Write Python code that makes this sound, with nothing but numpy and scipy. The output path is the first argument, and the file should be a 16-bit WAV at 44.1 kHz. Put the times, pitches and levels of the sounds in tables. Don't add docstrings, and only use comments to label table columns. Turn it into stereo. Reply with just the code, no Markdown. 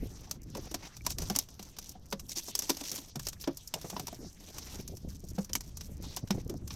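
import sys
import numpy as np
from scipy import signal
from scipy.fft import rfft, irfft, next_fast_len
from scipy.io import wavfile

SR = 44100
rng = np.random.default_rng(int(sys.argv[2]) if len(sys.argv) > 2 else 0)


def generate_wav(sig):
    pcm = np.round(np.clip(np.atleast_2d(sig).T, -1, 1) * 32767).astype(np.int16)
    wavfile.write(sys.argv[1], SR, pcm)


N = 297675
TIME = np.arange(N) / SR

# (frequency [Hz], gain [dB])
SEA_SPECTRUM = [(30, 14.5), (180, 7), (400, -6), (800, -12.5), (1600, -23), (4000, -58), (14000, -79)]
WASH_SPECTRUM = [(100, 7), (400, 2.5), (900, -0.5), (3200, 4), (6000, -9.5), (14000, -20)]
# (time [s], level [dB])
WASH_CURVE = [(0, -62), (.45, -71.5), (.7, -61.5), (1.02, -64.5), (1.5, -66.5), (2.2, -70), (2.8, -56),
              (3.15, -67.5), (3.65, -64), (4.1, -58.5), (4.36, -63), (4.75, -56), (5.2, -73), (5.75, -67.5),
              (6.2, -63.5), (6.6, -70), (6.75, -65)]
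# (time [s], level [dB])
LEFT_WIND_CURVE = [(0.0, -28.5), (0.22, -50), (0.55, -42), (0.85, -55.5), (1.2, -55), (1.32, -43.5),
                   (1.5, -78), (2.25, -51), (3.08, -65.5), (3.2, -48.5), (3.65, -65), (3.85, -48),
                   (4.24, -48.5), (4.5, -52), (4.82, -47.5), (6.15, -41.5), (6.38, -41.5), (6.75, -41.5)]
RIGHT_WIND_CURVE = [(0.0, -43), (0.45, -51.5), (0.6, -37), (0.88, -52.5), (1.18, -34), (1.65, -56),
                    (2.0, -64), (3.08, -70), (3.25, -44.5), (3.65, -58), (4.24, -54), (4.42, -55.5),
                    (5.05, -39.5), (5.28, -61), (5.85, -48), (6.2, -45), (6.35, -44.5), (6.75, -42.5)]
# (time [s], level [dB])
WIND_PUFFS = [(0.03, -29), (0.057, -29.5), (3.847, -32), (4.227, -35.5), (4.796, -29.5), (4.895, -31),
              (4.921, -32.5), (4.94, -30.5), (5.05, -30), (5.076, -31), (5.242, -30.5), (5.893, -35.5),
              (5.917, -37.5), (6.003, -33.5), (6.237, -26), (6.349, -20.5), (6.38, -23.5), (6.464, -28.5)]
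# (frequency [Hz], gain [dB])
BUFFET_SPECTRUM = [(8, -20), (25, 0), (60, 3.5), (120, -1.5), (200, -9), (290, -32.5), (450, -30),
                   (900, -52), (3000, -93)]
FLUTTER_SPECTRUM = [(80, -9.5), (190, 14), (330, 7.5), (550, -10), (900, -26), (1600, -27), (4000, -60)]
PUFF_SPECTRUM = [(40, 0.5), (120, 8.5), (260, 0.5), (450, -3.5), (700, -14), (1000, -29), (2500, -81)]
# (start [s], length [s], level [dB], middle pitch [Hz])
HULL_SLOSHES = [(.556, 0.041, -42.5, 360), (3.754, 0.038, -48, 647), (4.002, 0.046, -47.5, 190),
                (4.186, .09, -45.5, 294), (6.489, 0.088, -42, 284)]
# (start [s], length [s], level [dB], pitch [Hz])
LINE_RASPS = [(0.818, 0.063, -55.5, 2400), (6.027, 0.11, -58, 3800)]
# (start [s], length [s], hiss [dB], swish [dB], leftward lean of the hiss [dB])
CLOSE_RUBS = [(0.0, 0.36, -72, -59.5, -3.5), (0.537, 0.14, -70, -51, -6), (0.752, 0.063, -70, -52.5, -7),
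              (0.819, 0.058, -66, -49.5, -5), (1.049, 0.078, -55, -57, 0), (1.177, 0.263, -60, -53.5, 0),
              (1.598, 0.099, -66, -58.5, 0), (1.805, 0.12, -61, -63.5, 0), (2.282, 0.04, -49, -58, -1),
              (2.351, 0.042, -46.5, -51, -0.5), (2.409, 0.058, -60, -68, 1.5),
              (2.462, 0.046, -53, -58, 0.5), (2.536, 0.28, -56.5, -54.5, 1), (2.831, 0.16, -51.5, -55, 0),
              (2.987, 0.11, -66, -61.5, 1), (3.198, 0.067, -60, -65, -3), (3.396, 0.03, -54, -65, -1),
              (3.746, 0.29, -65.5, -57.5, 0.5), (4.107, 0.049, -59.5, -55.5, -0.5),
              (4.397, 0.29, -63.5, -57, -1), (4.651, 0.16, -59.5, -50.5, 0), (5.076, 0.084, -63, -63, -0.5),
              (5.263, 0.015, -66.5, -86, 1), (5.34, 0.1, -64.5, -65, 0), (5.629, 0.067, -63.5, -65, -1),
              (5.788, 0.082, -63.5, -75, -0.5), (6.019, 0.17, -59, -55, -4.5),
              (6.308, 0.1, -64, -53.5, -2.5), (6.703, 0.061, -56.5, -53, 0)]
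# (frequency [Hz], gain [dB])
HISS_SPECTRUM = [(600, -120), (1500, -5), (3200, 6.5), (4300, 3.5), (6000, -1.5), (9000, -6), (14000, -11),
                 (16000, -5)]
SWISH_SPECTRUM = [(60, -9), (150, 12.5), (300, 14.5), (500, 8), (900, 6), (1500, -2.5), (2900, -2),
                  (3800, -5.5), (6000, -15), (12000, -51)]
# (time [s], level [dB], pitch [Hz])
SLAP_PINGS = [(1.009, -44, 2310), (2.128, -32, 1193), (3.197, -43, 1700), (3.741, -30, 2850),
              (5.5325, -35, 3080), (5.5528, -30, 964), (5.556, -29, 2240)]
# (time [s], crack [dB], hollow body [dB])
SHARP_CLICKS = [(0.3116, -37.5, -37), (0.551, -53.5, -42.5), (0.571, -50.5, -47), (0.7138, -51.5, -48.5),
                (0.7428, -42, -34.5), (0.7466, -53, -41.5), (0.968, -52.5, -49.5), (1.05, -58, -49),
                (1.0648, -32, -29.5), (1.105, -41, -39), (1.185, -40, -39), (1.2202, -45.5, -40),
                (1.2992, -38, -30), (1.3533, -47, -36), (1.3611, -28, -31.5), (1.388, -25.5, -34.5),
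                (1.488, -63, -52.5), (1.628, -51.5, -52), (1.595, -56, -43.5), (1.767, -63, -49.5),
                (1.787, -43.5, -42), (1.8936, -49, -62), (2.112, -54, -65), (2.1264, -44.5, -31),
                (2.1968, -50, -46), (2.2942, -47, -49.5), (2.374, -44, -50), (2.506, -56, -65),
                (2.5522, -30.5, -31), (2.5908, -32, -36.5), (2.622, -43, -37.5), (2.693, -43, -38.5),
                (2.6962, -34, -30), (2.7023, -35.5, -26.5), (2.77, -47.5, -42.5), (2.811, -50.5, -41),
                (2.838, -50, -43.5), (2.882, -51, -55), (2.916, -39, -42), (2.959, -46, -40.5),
                (3.158, -48, -41), (3.196, -47.5, -42.5), (3.269, -41, -31.5), (3.2862, -38, -41.5),
                (3.3304, -54, -46), (3.441, -58, -40), (3.476, -53.5, -40), (3.572, -45, -53.5),
                (3.676, -48, -78), (3.7396, -37, -29), (3.814, -53, -50), (3.9012, -44, -39.5),
                (3.966, -62, -40), (3.9965, -42.5, -37), (4.0705, -45, -42.5), (4.081, -52, -41.5),
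                (4.584, -45.5, -41.5), (4.8782, -48, -50.5), (4.97, -55, -58), (5.241, -63, -69),
                (5.287, -54.5, -68), (5.303, -57, -68), (5.386, -55, -45.5), (5.4462, -51, -55),
                (5.495, -61, -48), (5.5326, -37, -41.5), (5.553, -31, -27.5), (5.608, -48.5, -46),
                (5.7719, -47.5, -50.5), (5.81, -55, -43), (6.164, -40.5, -60), (6.1705, -48.5, -35.5),
                (6.275, -62, -50.5), (6.307, -43.5, -28), (6.497, -50.5, -46.5), (6.6772, -50.5, -49),
                (6.706, -66, -40.5)]
# (frequency [Hz], gain [dB])
SPIKE_SPECTRUM = [(1000, -40), (3200, -13), (4500, 27.5), (9000, 3.5), (15000, -5.5)]
CRACK_SPECTRUM = [(600, -54), (1500, -34), (3200, -15), (4300, 7), (6000, 6), (9000, 2.5), (14000, -1),
                  (16000, 5.5)]
BODY_SPECTRUM = [(130, -5), (320, 11), (550, 7.5), (800, 10), (970, 12.5), (1150, 9.5), (1400, 8),
                 (2000, 4.5), (2900, 11), (3500, 8), (5500, -3), (12000, -63)]
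# (time [s], boom [dB], boom pitch [Hz], knock [dB], knock pitch [Hz])
DECK_BLOWS = [(.552, -30.5, 240, -30, 1010), (0.715, -32.5, 305, -46, 640), (.744, -30.5, 300, -36, 735),
              (1.067, -56, 270, -27, 978), (1.186, -28, 257, -49, 530), (1.221, -29, 175, -46, 530),
              (1.301, -16, 183.3, -27.5, 772), (1.362, -29, 278, -36, 844), (1.596, -44, 200, -51, 730),
              (1.954, -50, 205, -47, 745), (2.127, -24, 213.4, -20.5, 477), (2.369, -43, 325, -64, 533),
              (2.483, -36, 250, -34.5, 903), (2.695, -29, 334, -30, 970), (2.703, -27, 285, -26, 1016),
              (2.813, -32.5, 277, -49, 533), (2.984, -36, 267, -43, 980), (3.157, -25, 142.5, -25, 221),
              (3.475, -11.5, 295, -19, 574), (3.4894, -39, 280, -37, 343), (3.74, -33, 167, -31.5, 640),
              (3.845, -46, 238, -26.5, 478), (3.929, -30.5, 212.5, -36, 840), (3.965, -51, 275, -29.5, 960),
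              (3.995, -32, 177, -37, 740), (4.082, -50, 240, -36.5, 970), (4.128, -55, 266, -34.5, 685),
              (5.383, -19.5, 205.4, -21, 480), (5.497, -55, 200, -41, 552), (6.305, -22, 200, -36, 402),
              (6.497, -36.5, 330, -35.5, 401)]
# (frequency [Hz], gain [dB], t60 [s])
DECK_MODES = [(133.2, -3.5, 0.23), (156, 0.5, 0.23), (199.1, 3, 0.1), (233.5, -5, 0.13),
              (278.4, -1.5, 0.11), (335.2, 3.5, 0.11), (378.7, 5.5, 0.12), (458, -9, 0.076),
              (524.6, -3.5, 0.14), (621, -4.5, 0.12), (743, 4, 0.044), (828, -4, 0.078), (957, 2.5, 0.025),
              (1153, 0, 0.088)]
# (frequency [Hz], gain [dB])
SPLAT_SPECTRUM = [(60, -36), (150, 5), (330, 5.5), (500, 0.5), (750, 1), (1100, -9), (1600, -12.5),
                  (3500, -24), (9000, -67)]
# (frequency [Hz], gain [dB])
LEFT_PORT_RESPONSE = [(3000, -0.5), (4000, 8.5), (5000, 15), (5900, 23), (7000, 18), (9500, 14),
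                      (11500, 16), (13200, 22.5), (14500, 15.5), (15800, -1.5)]


def from_db(db):
    return np.exp(np.asarray(db) * (np.log(10) / 20))


def rms_one(x):
    return x / np.sqrt(np.mean(x ** 2) + 1e-20)


def level_curve(rows):
    return np.interp(TIME, *np.transpose(rows))


def drift(rate):
    knots = rng.standard_normal(8192)
    return rms_one(np.interp(TIME * rate, np.arange(len(knots)), knots))


def add(track, s, sound):
    start = int(s * SR)
    track[start:start + len(sound)] += sound[:N - start]


def stereo_noise(alike):
    return np.sqrt(alike) * rng.standard_normal(N) + np.sqrt(1 - alike) * rng.standard_normal((2, N))


def colour(x, points, keep_power=True):
    size = 16384
    hz, db = np.transpose(points)
    bin_hz = np.arange(size // 2 + 1) * SR / size
    gain = from_db(np.interp(np.log(bin_hz + 1e-9), np.log(hz), db))
    cepstrum = irfft(np.log(rms_one(gain) if keep_power else gain))
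    cepstrum[1:size // 2] *= 2
    cepstrum[size // 2 + 1:] = 0
    response = irfft(np.exp(rfft(cepstrum)))
    padded = next_fast_len(N + size, real=True)
    return irfft(rfft(x, padded) * rfft(response, padded), padded)[..., :N]


def shifting(x, depth_db, rate):
    size = next_fast_len(N, real=True)
    spectrum = rfft(x, size)
    bin_hz = np.arange(size // 2 + 1) * SR / size
    place = np.interp(np.log(bin_hz + 1), np.log([600, 12000]), [0, 7])
    bands = (irfft(spectrum * np.maximum(1 - abs(place - k), 0), size)[:, :N] for k in range(8))
    return sum(band * rms_one(from_db(depth_db * drift(rate))) for band in bands)


def bursts(noise, times, levels_db, decay_s, swell_s):
    out = np.zeros((2, N))
    for s, db, decay, swell in np.broadcast(times, levels_db, decay_s, swell_s):
        near = slice(max(int((s - .03) * SR), 0), int((s + .08) * SR))
        age = TIME[near] - s
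        shape = np.exp(np.where(age < 0, age / swell, -age / decay))
        out[:, near] += from_db(db) * rms_one(noise[:, near] * shape) * np.sqrt(np.mean(shape ** 2))
    return out


def crackle(per_s, tick_s, spread_db):
    starts = (rng.random(N) < per_s / SR) * from_db(spread_db * rng.random(N))
    envelope = signal.lfilter([1], [1, -np.exp(-1 / (tick_s * SR))], starts + 1e-18)
    return rms_one(envelope * stereo_noise(alike=0.29))


def hull_echo(x, t60, wet_db):
    age = TIME[:SR // 4]
    tail = rng.standard_normal((2, len(age))) * from_db(-60 * age / t60) * (age > .002)
    tail /= np.sqrt(np.sum(tail ** 2, axis=1, keepdims=True))
    return x + from_db(wet_db) * signal.fftconvolve(x * np.ones((2, 1)), tail, axes=1)[:, :N]


def sea(murmur_db, ripple_db):
    ripples = colour(shifting(stereo_noise(alike=0.1), ripple_db, rate=35), WASH_SPECTRUM)
    wash = ripples * from_db(level_curve(WASH_CURVE) + 1.1 * drift(22))
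    murmur = colour(stereo_noise(alike=1.0), SEA_SPECTRUM) * from_db(murmur_db + 2 * drift(1.0))
    return wash + murmur


def wind(eddy_db, lumpy_db, strong_db):
    strength_db = np.array([level_curve(LEFT_WIND_CURVE), level_curve(RIGHT_WIND_CURVE)])
    gust_db = strength_db + eddy_db * np.array([drift(13), drift(13)])
    lumps = rms_one(from_db(lumpy_db * np.clip([drift(76), drift(63)], -1, 1)))
    buffet = colour(rng.standard_normal((2, N)), BUFFET_SPECTRUM) * from_db(gust_db)
    flutter_db = -44 + 1.8 * np.minimum(gust_db - strong_db, 2)
    flutter = colour(rng.standard_normal((2, N)) * lumps * from_db(flutter_db), FLUTTER_SPECTRUM)
    times, puff_db = np.transpose(WIND_PUFFS)
    pops = bursts(stereo_noise(alike=0), times, puff_db, decay_s=0.0071, swell_s=0.0048)
    puffs = colour(pops, PUFF_SPECTRUM)
    return buffet + flutter * from_db([[0], [-8]]) + puffs * from_db([[0], [-16]])


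def sloshes(gulps_per_s, ring_cycles, spread_octaves, pitch_rise):
    out, age = np.zeros(N), TIME[:SR // 20]
    for start, length, db, middle_hz in HULL_SLOSHES:
        crowd = np.zeros(N)
        count = int(length * gulps_per_s)
        for k, (late, pitch, size) in enumerate(rng.uniform(-1, 1, (200, 3))[:count]):
            cycles = age * middle_hz * 2 ** (2 * spread_octaves * pitch * abs(pitch))
            life = cycles / ring_cycles
            gulp = size * np.exp(-life) * np.sin(2 * np.pi * cycles * (1 + pitch_rise * life / 2))
            add(crowd, start + (k + late / 2) / gulps_per_s, gulp)
        out += from_db(db) * rms_one(crowd) * np.sqrt(length * SR / N)
    return out


def droplets(per_s, level_db):
    return colour(crackle(per_s, tick_s=.002, spread_db=17), CRACK_SPECTRUM) * from_db(level_db)


def line_rasps(width_hz, grain_db):
    out = np.zeros((2, N))
    slips = stereo_noise(alike=0.29) * from_db(grain_db * drift(width_hz / 2))
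    for start, length, db, hz in LINE_RASPS:
        band = signal.butter(2, [hz - width_hz / 2, hz + width_hz / 2], "band", fs=SR, output="sos")
        swell = np.sqrt(np.maximum(1 - (2 * (TIME - start) / length - 1) ** 2, 0))
        out += from_db(db) * swell * rms_one(signal.sosfilt(band, slips))
    return out


def rub_levels(attack_s, release_s, skid_s):
    power = np.zeros((3, N))
    for start, length, hiss_db, swish_db, lean_db in CLOSE_RUBS:
        near = slice(int(start * SR), int((start + length) * SR) + SR // 5)
        age = TIME[near] - start
        shape = np.clip(age / attack_s, 0, 1) * np.exp(-np.maximum(age - length, 0) / release_s)
        power[:, near] += (from_db([[hiss_db + lean_db], [hiss_db - lean_db], [swish_db]]) * shape) ** 2
    times, crack_db, body_db = np.transpose(SHARP_CLICKS)
    kicks = np.zeros((3, N))
    kicks[:, (times * SR).astype(int)] = from_db([crack_db - 15.5, crack_db - 15.5, body_db - 18.5]) ** 2
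    skids = signal.lfilter([1], [1, -np.exp(-2 / (skid_s * SR))], kicks + 1e-18)
    level_db = 10 * np.log10(power + skids)
    return level_db[:2], level_db[2]


def handling_rubs(jerk_db, grain_db, judder_db, patchy_db):
    hiss_db, swish_db = rub_levels(attack_s=0.015, release_s=0.0093, skid_s=0.014)
    judder = rms_one(from_db(judder_db * np.tanh(drift(190)) + jerk_db * drift(45)))
    grain = rms_one(from_db(grain_db * drift(1800)))
    ticks = from_db(-6) * crackle(per_s=110, tick_s=0.0011, spread_db=24)
    grit = stereo_noise(alike=0.17) * grain * judder + ticks
    hiss = shifting(grit, patchy_db, rate=70) * from_db(hiss_db)
    swish = shifting(stereo_noise(alike=0.75), patchy_db, rate=50) * judder * from_db(swish_db)
    return colour(hiss, HISS_SPECTRUM) + colour(swish, SWISH_SPECTRUM)


def pings(t60):
    out, age = np.zeros(N), TIME[:SR // 10]
    for s, db, hz in SLAP_PINGS:
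        add(out, s, from_db(db - 60 * age / t60) * np.sin(2 * np.pi * hz * age))
    return out


def sharp_clicks(usual_db, grain_db):
    times, crack_db, body_db = np.transpose(SHARP_CLICKS)
    force_db = crack_db - usual_db
    decay_s = 0.0045 * .5 ** (force_db / 34)
    swell_s = 0.00033 * from_db(np.minimum(-force_db, 9)) ** 1.27
    grain = from_db(np.clip(grain_db * drift(5900), -8, 8))
    crack = bursts(grain * stereo_noise(alike=0.1), times, crack_db, decay_s, swell_s)
    body = bursts(grain * stereo_noise(alike=0.39), times, body_db, 0.89 * decay_s, swell_s)
    spike_db = crack_db + rng.uniform(-1, 2, len(times))
    spike = bursts(stereo_noise(alike=0.84), times, spike_db, decay_s=0.00033, swell_s=0.00006)
    bright = colour(crack, CRACK_SPECTRUM) + colour(spike, SPIKE_SPECTRUM)
    hollow = colour(body, BODY_SPECTRUM)
    return hull_echo(bright, t60=0.055, wet_db=-23) + hull_echo(hollow, t60=0.064, wet_db=-9)


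def deck_thumps(off_spot_db, spot_octaves, build_cycles, detune):
    times, boom_db, boom_hz, knock_db, knock_hz = np.transpose(DECK_BLOWS)
    rings, age = np.zeros(N), TIME[:SR // 5]
    for k, (hz, mode_db, t60) in enumerate(DECK_MODES):
        octaves_off = np.log2(hz / np.array([boom_hz, knock_hz]))
        away = 1 - np.exp(-(octaves_off / spot_octaves) ** 2)
        drive_db = np.max([boom_db, knock_db] + off_spot_db * away, axis=0)
        build = 1 - np.exp(-age * hz / build_cycles)
        shape = (-1) ** k * build * from_db(mode_db - 60 * age / t60)
        for start, db, (luck_db, load) in zip(times, drive_db, rng.standard_normal((len(times), 2))):
            loaded_hz = hz * (1 + detune * load)
            add(rings, start, from_db(db + luck_db) * shape * np.sin(2 * np.pi * loaded_hz * age))
    splat_db = -39.5 + 0.61 * (np.maximum(boom_db, knock_db) + 28)
    splat = bursts(stereo_noise(alike=1.0), times, splat_db, decay_s=0.011, swell_s=0.0015)
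    return hull_echo(rings + colour(splat, SPLAT_SPECTRUM), t60=0.11, wet_db=-14.5)


def scene():
    deck = deck_thumps(off_spot_db=-30, spot_octaves=0.17, build_cycles=0.46, detune=0.02)
    close = sharp_clicks(usual_db=-37.5, grain_db=3.5) + pings(t60=0.025)
    close += line_rasps(width_hz=1100, grain_db=-0.5)
    close += handling_rubs(jerk_db=2.47, grain_db=2.5, judder_db=3.5, patchy_db=3)
    weather = wind(eddy_db=3.5, lumpy_db=14, strong_db=-39.5) + sea(murmur_db=-56, ripple_db=5)
    water = droplets(per_s=38, level_db=-77)
    water += sloshes(gulps_per_s=420, ring_cycles=1.7, spread_octaves=0.597, pitch_rise=0.039)
    return weather + water + close + deck


def record(dry):
    left = colour(dry[0], LEFT_PORT_RESPONSE, keep_power=False)
    top_cut = signal.ellip(10, .2, 80, 15900, fs=SR, output="sos")
    return signal.sosfilt(top_cut, np.array([left, dry[1]]))


dry = scene()
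out = record(dry)
generate_wav(out)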